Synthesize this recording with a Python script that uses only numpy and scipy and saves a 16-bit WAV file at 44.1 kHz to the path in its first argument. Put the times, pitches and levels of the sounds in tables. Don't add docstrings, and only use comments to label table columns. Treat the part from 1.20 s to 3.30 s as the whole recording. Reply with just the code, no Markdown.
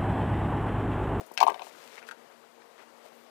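import sys
import numpy as np
from scipy import signal
from scipy.fft import rfft, irfft
from scipy.io import wavfile
from scipy.ndimage import uniform_filter1d

SR = 44100
rng = np.random.default_rng(int(sys.argv[2]) if len(sys.argv) > 2 else 0)


def transcribe(signal):
    frames = np.atleast_2d(signal).T
    limited = np.clip(frames, -1, 1)
    pcm = np.round(limited * 32767).astype(np.int16)
    wavfile.write(sys.argv[1], SR, pcm)


def convert_level_to_amplitude(level_db):
    exponent = np.asarray(level_db, float) / 20
    return 10 ** exponent


N = 92610


def evened(x):
    return x / np.sqrt(np.mean(x ** 2) + 1e-20)


def add(mix, start_s, sound):
    at = round(start_s * SR)
    sound = sound[max(-at, 0):]
    part = mix[max(at, 0):][:len(sound)]
    part += sound[:len(part)]


def passed(x, hz, kind):
    sos = signal.butter(4, np.clip(hz, 20, 20000), kind, fs=SR, output="sos")
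    return signal.sosfilt(sos, x)


def ring(hz, db, t60, phase, t):
    fading = convert_level_to_amplitude(db[:, None] - 60 * t / t60[:, None])
    waves = np.sin(2 * np.pi * (hz[:, None] * t + phase[:, None]))
    x = (fading * waves).sum(0)
    return x / abs(x).max()


def air():
    # f/Hz, density/dB per Hz
    air_colour = [(40, -36), (200, -16.5), (330, -10.5), (480, -6), (1130, -10.5), (2500, -19.5),
                  (6000, -27), (15500, -34.5)]
    # t/s, level/dB
    air_level = [
        (0.0, -49.5),
        (0.19, -57.5),
        (0.33, -51),
        (0.43, -51),
        (1.36, -55.5),
        (1.82, -53.5),
        (2.1, -55),
    ]
    patch_db, flicker_db, air_db = 1.2, 0.5, 2.5
    frames = N // 128 + 6
    real, imag, patches = rng.standard_normal((frames, 257, 3)).T
    flicker = uniform_filter1d(patches, size=60, axis=0)
    flicker = evened(uniform_filter1d(flicker, size=3, axis=1))
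    patches = uniform_filter1d(patches, size=5, axis=0)
    patches = evened(uniform_filter1d(patches, size=12, axis=1))
    cells = (real + 1j * imag) * convert_level_to_amplitude(patch_db * patches + flicker_db * flicker)
    wash = signal.istft(cells, nperseg=512, noverlap=384)[1][:N]
    hz = np.fft.rfftfreq(N, 1 / SR)
    colour_hz, colour_db = np.transpose(air_colour)
    colour = convert_level_to_amplitude(np.interp(np.log(hz + 1), np.log(colour_hz + 1), colour_db))
    wash = evened(irfft(rfft(wash) * colour, N))
    s, level_db = np.transpose(air_level)
    return wash * convert_level_to_amplitude(air_db + np.interp(np.arange(N) / SR, s, level_db))


def hum():
    # f/Hz, width/Hz, level/dB
    hum_tones = [(236, 6, -63.5), (465, 6, -65), (545, 14, -70), (695, 14, -70), (158, 8, -80),
                 (4750, 300, -79)]
    hz = np.fft.rfftfreq(N, 1 / SR)
    white = rfft(rng.standard_normal(N))
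    out = np.zeros(N)
    for centre_hz, width_hz, db in hum_tones:
        band = white / (1 + (2 * (hz - centre_hz) / width_hz) ** 2)
        out += convert_level_to_amplitude(db) * evened(irfft(band, N))
    return out


def rustles():
    # t/s, length/s, level/dB, brightness/dB per octave
    strokes = [
        (0.429, 0.074, -49.5, -8),
        (0.518, 0.21, -52, -10),
        (0.714, 0.093, -49, -12),
        (0.868, 0.03, -48, -11),
        (1.4, 0.039, -54.5, -22),
        (1.579, 0.062, -50.5, -21),
        (1.844, 0.047, -57, -8),
        (1.915, 0.14, -63.5, 6),
    ]
    grains_per_s, grain_db = 2500, 5
    out = np.zeros(N)
    for s, length_s, db, tilt_db in strokes:
        draw = rng.random((SR // 2, 3))[:round(length_s * SR)]
        n = len(draw)
        is_grain = draw[:, 1] < grains_per_s / SR
        size = convert_level_to_amplitude(-grain_db * np.log(draw[:, 2] + 0.0011))
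        grains = (draw[:, 0] - 0.5) * (0.77 + is_grain * size)
        hz = np.fft.rfftfreq(n, 1 / SR)
        colour = convert_level_to_amplitude(tilt_db * np.log2(hz / 3000 + 0.73)) * (hz / (hz + 900)) ** 2
        hiss = irfft(rfft(grains) * colour, n)
        stroke = np.sin(np.pi * np.arange(n) / n) ** 0.24
        add(out, s, convert_level_to_amplitude(db) * evened(hiss) * stroke)
    return out


def crackles():
    # t/s, peak/dB, lowest f/Hz, t60/s
    bursts = [(.009, -41, 2000, 0.016), (.055, -72, 9000, .02), (0.0635, -49.5, 5960, 0.051),
              (.076, -53.5, 10000, 0.033), (0.1182, -42, 5000, 0.019), (0.116, -56, 8000, 0.027),
              (0.138, -44, 4970, 0.052), (0.143, -55, 5970, .02), (0.152, -48, 7950, 0.024),
              (0.228, -28, 11200, 0.031), (0.253, -43, 9000, 0.019)]
    t, out = np.arange(SR // 10) / SR, np.zeros(N)
    for s, db, lowest_hz, t60 in bursts:
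        noise = evened(passed(rng.standard_normal(len(t)), lowest_hz, "high"))
        add(out, s, convert_level_to_amplitude(db - 60 * t / t60) * noise * np.minimum(t / 0.00016, 1))
    return out


def snaps():
    # t/s, peak/dB, centre f/Hz, t60/s, low body/dB
    panel_snaps = [(.373, -40, 2100, .02, -30), (.378, -37, 2050, .02, -30), (.494, -41, 2100, .02, -20),
                   (.511, -38, 2050, .025, -30), (.6745, -38, 2600, .015, -30), (.727, -39, 1800, .02, -20),
                   (.769, -35, 1900, .02, -15), (.775, -33, 1900, .02, -8), (.778, -33, 2050, .015, -8),
                   (.7798, -22.5, 2100, .016, -13), (.7835, -30, 2050, .02, -15),
                   (.8185, -35, 1600, .025, -15), (.8255, -34, 1600, .02, -15),
                   (.827, -29.5, 2330, .016, -10), (.8365, -32, 2300, .014, -8),
                   (.8883, -22, 1540, .022, -22), (.8925, -37, 1750, .04, -8),
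                   (.9095, -34, 1800, .012, -20), (.9114, -19.5, 1460, .028, -17),
                   (.9168, -32, 1410, .03, -12), (.9225, -33, 1450, .025, -9), (1.586, -43, 1900, .03, -15),
                   (1.594, -41, 1950, .04, -12), (1.607, -42, 1900, .03, -8), (1.622, -43, 1400, .04, -8),
                   (1.835, -46, 1700, .04, -15), (1.857, -45, 1750, .03, -15), (2.01, -45, 1780, .04, -25)]
    panel_hz = np.array([460, 900, 1410, 1580, 1820, 2050, 2330, 2660, 3150, 3800, 4650, 5850])
    fall_db_per_octave, far_db = 42, -21
    body_hz, body_ring = 1100, 2.2
    rise_s, snap_db, puff_db = 0.0012, -2.5, -19
    t, out = np.arange(SR // 8) / SR, np.zeros(N)
    low = panel_hz < body_hz
    for s, db, hz, t60, body_db in panel_snaps:
        draw, noise = rng.standard_normal((2, len(low))), rng.standard_normal(len(t))
        near_db = np.maximum(-fall_db_per_octave * abs(np.log2(panel_hz / hz)), far_db)
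        low_db = body_db + 4 * np.log2(panel_hz / 900)
        mode_db = np.where(low, low_db, near_db) + draw[1]
        mode_t60 = t60 * np.where(low, body_ring, 1)
        phase = 0.25 - panel_hz * rise_s
        modes = ring(panel_hz * (1 + 0.012 * draw[0]), mode_db, mode_t60, phase, t)
        puff = evened(passed(passed(noise, 0.6 * hz, "high"), 2.8 * hz, "low"))
        puff = puff * convert_level_to_amplitude(puff_db - 60 * t / t60)
        snap = np.minimum(t / rise_s, 1) * (modes + puff)
        add(out, s, convert_level_to_amplitude(db + snap_db) * snap / abs(snap).max())
    return out


def ticks():
    # t/s, peak/dB, t60/s, brightness/dB per octave
    hits = [(0.1718, -32, 0.0067, -1), (0.1761, -9, 0.017, -1.5), (.181, -20, 0.04, -1),
            (0.1895, -27, 0.03, -4), (.2032, -11, 0.03, -1), (0.2074, -21, 0.04, -2), (.215, -21, 0.04, 0),
            (.2275, -24, .03, 0), (0.2296, -15, 0.03, -2), (.2325, -22, .07, -2), (0.2665, -24, 0.03, -3),
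            (0.2755, -24, 0.04, 3), (.2825, -28, .05, -3), (0.2959, -24.5, .05, -9), (0.301, -29, 0.03, 2),
            (0.3198, -33, 0.015, -2), (.3432, -30.5, 0.045, -2), (0.358, -38, 0.03, -6),
            (.3945, -30.5, 0.026, -4), (0.419, -30, 0.04, -2.5), (0.468, -41, 0.022, -7.5),
            (.888, -38, 0.03, 4), (0.9114, -36, 0.06, 4)]
    # f/Hz, level/dB, t60/s
    case_modes = [(1616, 2.5, 0.06), (2157, -5.5, 0.05), (2396, 5, 0.025), (2593, 8.5, 0.018),
                  (3063, 2.5, 0.057), (3080, -8.5, 0.078), (3470, -36, 0.049), (4300, -32, 0.087),
                  (5050, -28, 0.06), (6800, -34, 0.07), (7140, -26, 0.022), (8260, -6, 0.012)]
    spread_db = 3.5
    crack_db, crack_hz, crack_share = -7.5, 2000, 0.61
    t, out = np.arange(SR // 8) / SR, np.zeros(N)
    hz, mode_db, mode_t60 = np.transpose(case_modes)
    for s, db, t60, tilt_db in hits:
        draw, noise = rng.standard_normal((3, len(hz))), rng.standard_normal(len(t))
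        hit_db = mode_db + tilt_db * np.log2(hz / 2500) + spread_db * draw[1]
        modes = ring(hz * (1 + 0.031 * draw[0]), hit_db, np.minimum(mode_t60, t60), 0 * hz, t)
        middle = passed(passed(noise, crack_hz, "high"), 6000 * convert_level_to_amplitude(tilt_db), "low")
        fizz = 0.093 * convert_level_to_amplitude(0.77 * tilt_db) * passed(noise, 9200, "high")
        crack = evened(middle + fizz) * convert_level_to_amplitude(crack_db - 60 * t / (crack_share * t60))
        add(out, s, convert_level_to_amplitude(db) * (modes + crack) * np.minimum(t / 0.00021, 1))
    return out


def dying_modes(modes, t):
    return sum(convert_level_to_amplitude(db - 60 * t / t60) * np.sin(2 * np.pi * hz * t) for hz, db, t60 in modes)


def knocks():
    # t of peak/s, peak/dB, f/Hz
    landings = [(.002, -34.5, 330), (.0075, -44, 393), (.011, -30.5, 720), (0.014, -30.5, 406),
                (0.023, -40, 285), (.1153, -31.5, 870), (0.1172, -33.5, 435), (.178, -28, 810),
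                (.1935, -25.5, 740), (.2055, -17.5, 900), (0.2133, -2.5, 890), (.229, 0.46, 930),
                (.2395, -15, 940), (.2447, -41, 850), (.2687, -5.5, 882), (0.2773, -11.5, 920),
                (0.2829, -3, 960), (.298, -13, 880), (0.3067, -16.5, 910), (0.319, -26, 500),
                (0.3224, -25, 910), (.3452, -24, 910), (.3505, -43, 590), (.3625, -29, 706),
                (.3965, -28.5, 900), (.4005, -40, 700), (.413, -31, 820), (0.4205, -24.5, 873),
                (.4235, -36, 655), (.4702, -32.5, 830), (.4735, -44, 650), (1.86, -37.5, 645)]
    # delay/s, level/dB
    flutter = [
        (.0054, -11),
        (.0104, -18),
        (.0156, -25),
        (.0205, -29),
    ]
    # f/Hz, level/dB, t60/s
    tray_modes = [(639.6, -24, 0.17), (707.5, -18, 0.062), (759.9, -10.5, 0.04), (833, -9, 0.018),
                  (908.4, -35, 0.16), (1090, -27, 0.077), (1176, -26.5, 0.17)]
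    # f/Hz, level/dB, t60/s
    console_modes = [(126, -56, 0.23), (253, -33.5, 0.094), (330, -32.5, 0.12), (420.4, -22, 0.11),
                     (500, -25.5, 0.083)]
    width_s, walls_rise_s, boom_rise_s = 0.00105, 0.008, 0.019
    t = np.arange(-0.005, 0.005, 1 / SR)
    hollow, blows = np.zeros(N), np.zeros(N)
    for s, db, hz in landings:
        cycles = np.exp(-0.5 * (t / width_s) ** 2) * np.cos(2 * np.pi * hz * t)
        add(hollow, s + t[0], convert_level_to_amplitude(db) * cycles)
        add(blows, s, convert_level_to_amplitude(db) * np.ones(1))
    u = np.arange(SR // 4) / SR
    body = dying_modes(tray_modes, u) * np.minimum(u / walls_rise_s, 1) * 0.05
    body[0] = 1
    for delay_s, db in flutter:
        body[round(delay_s * SR)] += convert_level_to_amplitude(db)
    boom = dying_modes(console_modes, u) * np.minimum(u / boom_rise_s, 1)
    return (signal.fftconvolve(hollow, body) + signal.fftconvolve(blows, boom))[:N]


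def cabin(x):
    t60_s, treble_t60_s = 0.09, 0.06
    t, taps = np.arange(SR // 3) / SR, np.zeros(SR // 3)
    at = np.arange(100, len(taps) - 20, 20)
    taps[at + rng.integers(0, 20, len(at))] = rng.choice([-1., 1.], len(at))
    lows = passed(taps, 1860, "low") * convert_level_to_amplitude(-60 * t / t60_s)
    highs = passed(taps, 1930, "high") * convert_level_to_amplitude(-60 * t / treble_t60_s)
    tail = lows + highs
    return signal.fftconvolve(x, tail / np.linalg.norm(tail))[:N]


def scene():
    cabin_db, tray_wet_db = -9, -14
    dull = knocks()
    sharp = ticks() + crackles() + snaps()
    wet = convert_level_to_amplitude(cabin_db) * cabin(sharp + convert_level_to_amplitude(tray_wet_db) * dull)
    left = dull + sharp + wet + rustles() + air() + hum()
    return np.array([left, np.zeros(N)])


def top_cut(x):
    return signal.sosfilt(signal.butter(12, 16520, fs=SR, output="sos"), x)


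def record(dry):
    top_hz, top_db, bass_hz, ceiling = 15300, -23, 90, 0.95
    hz = np.fft.rfftfreq(N, 1 / SR)
    top = convert_level_to_amplitude(top_db * np.clip((hz - top_hz) / 400, 0, 1))
    colour = top / (1 + (bass_hz / (hz + 1)) ** 2)
    mix = np.clip(irfft(rfft(dry) * colour, N), -ceiling, ceiling)
    return top_cut(mix)


dry = scene()
out = record(dry)
transcribe(out)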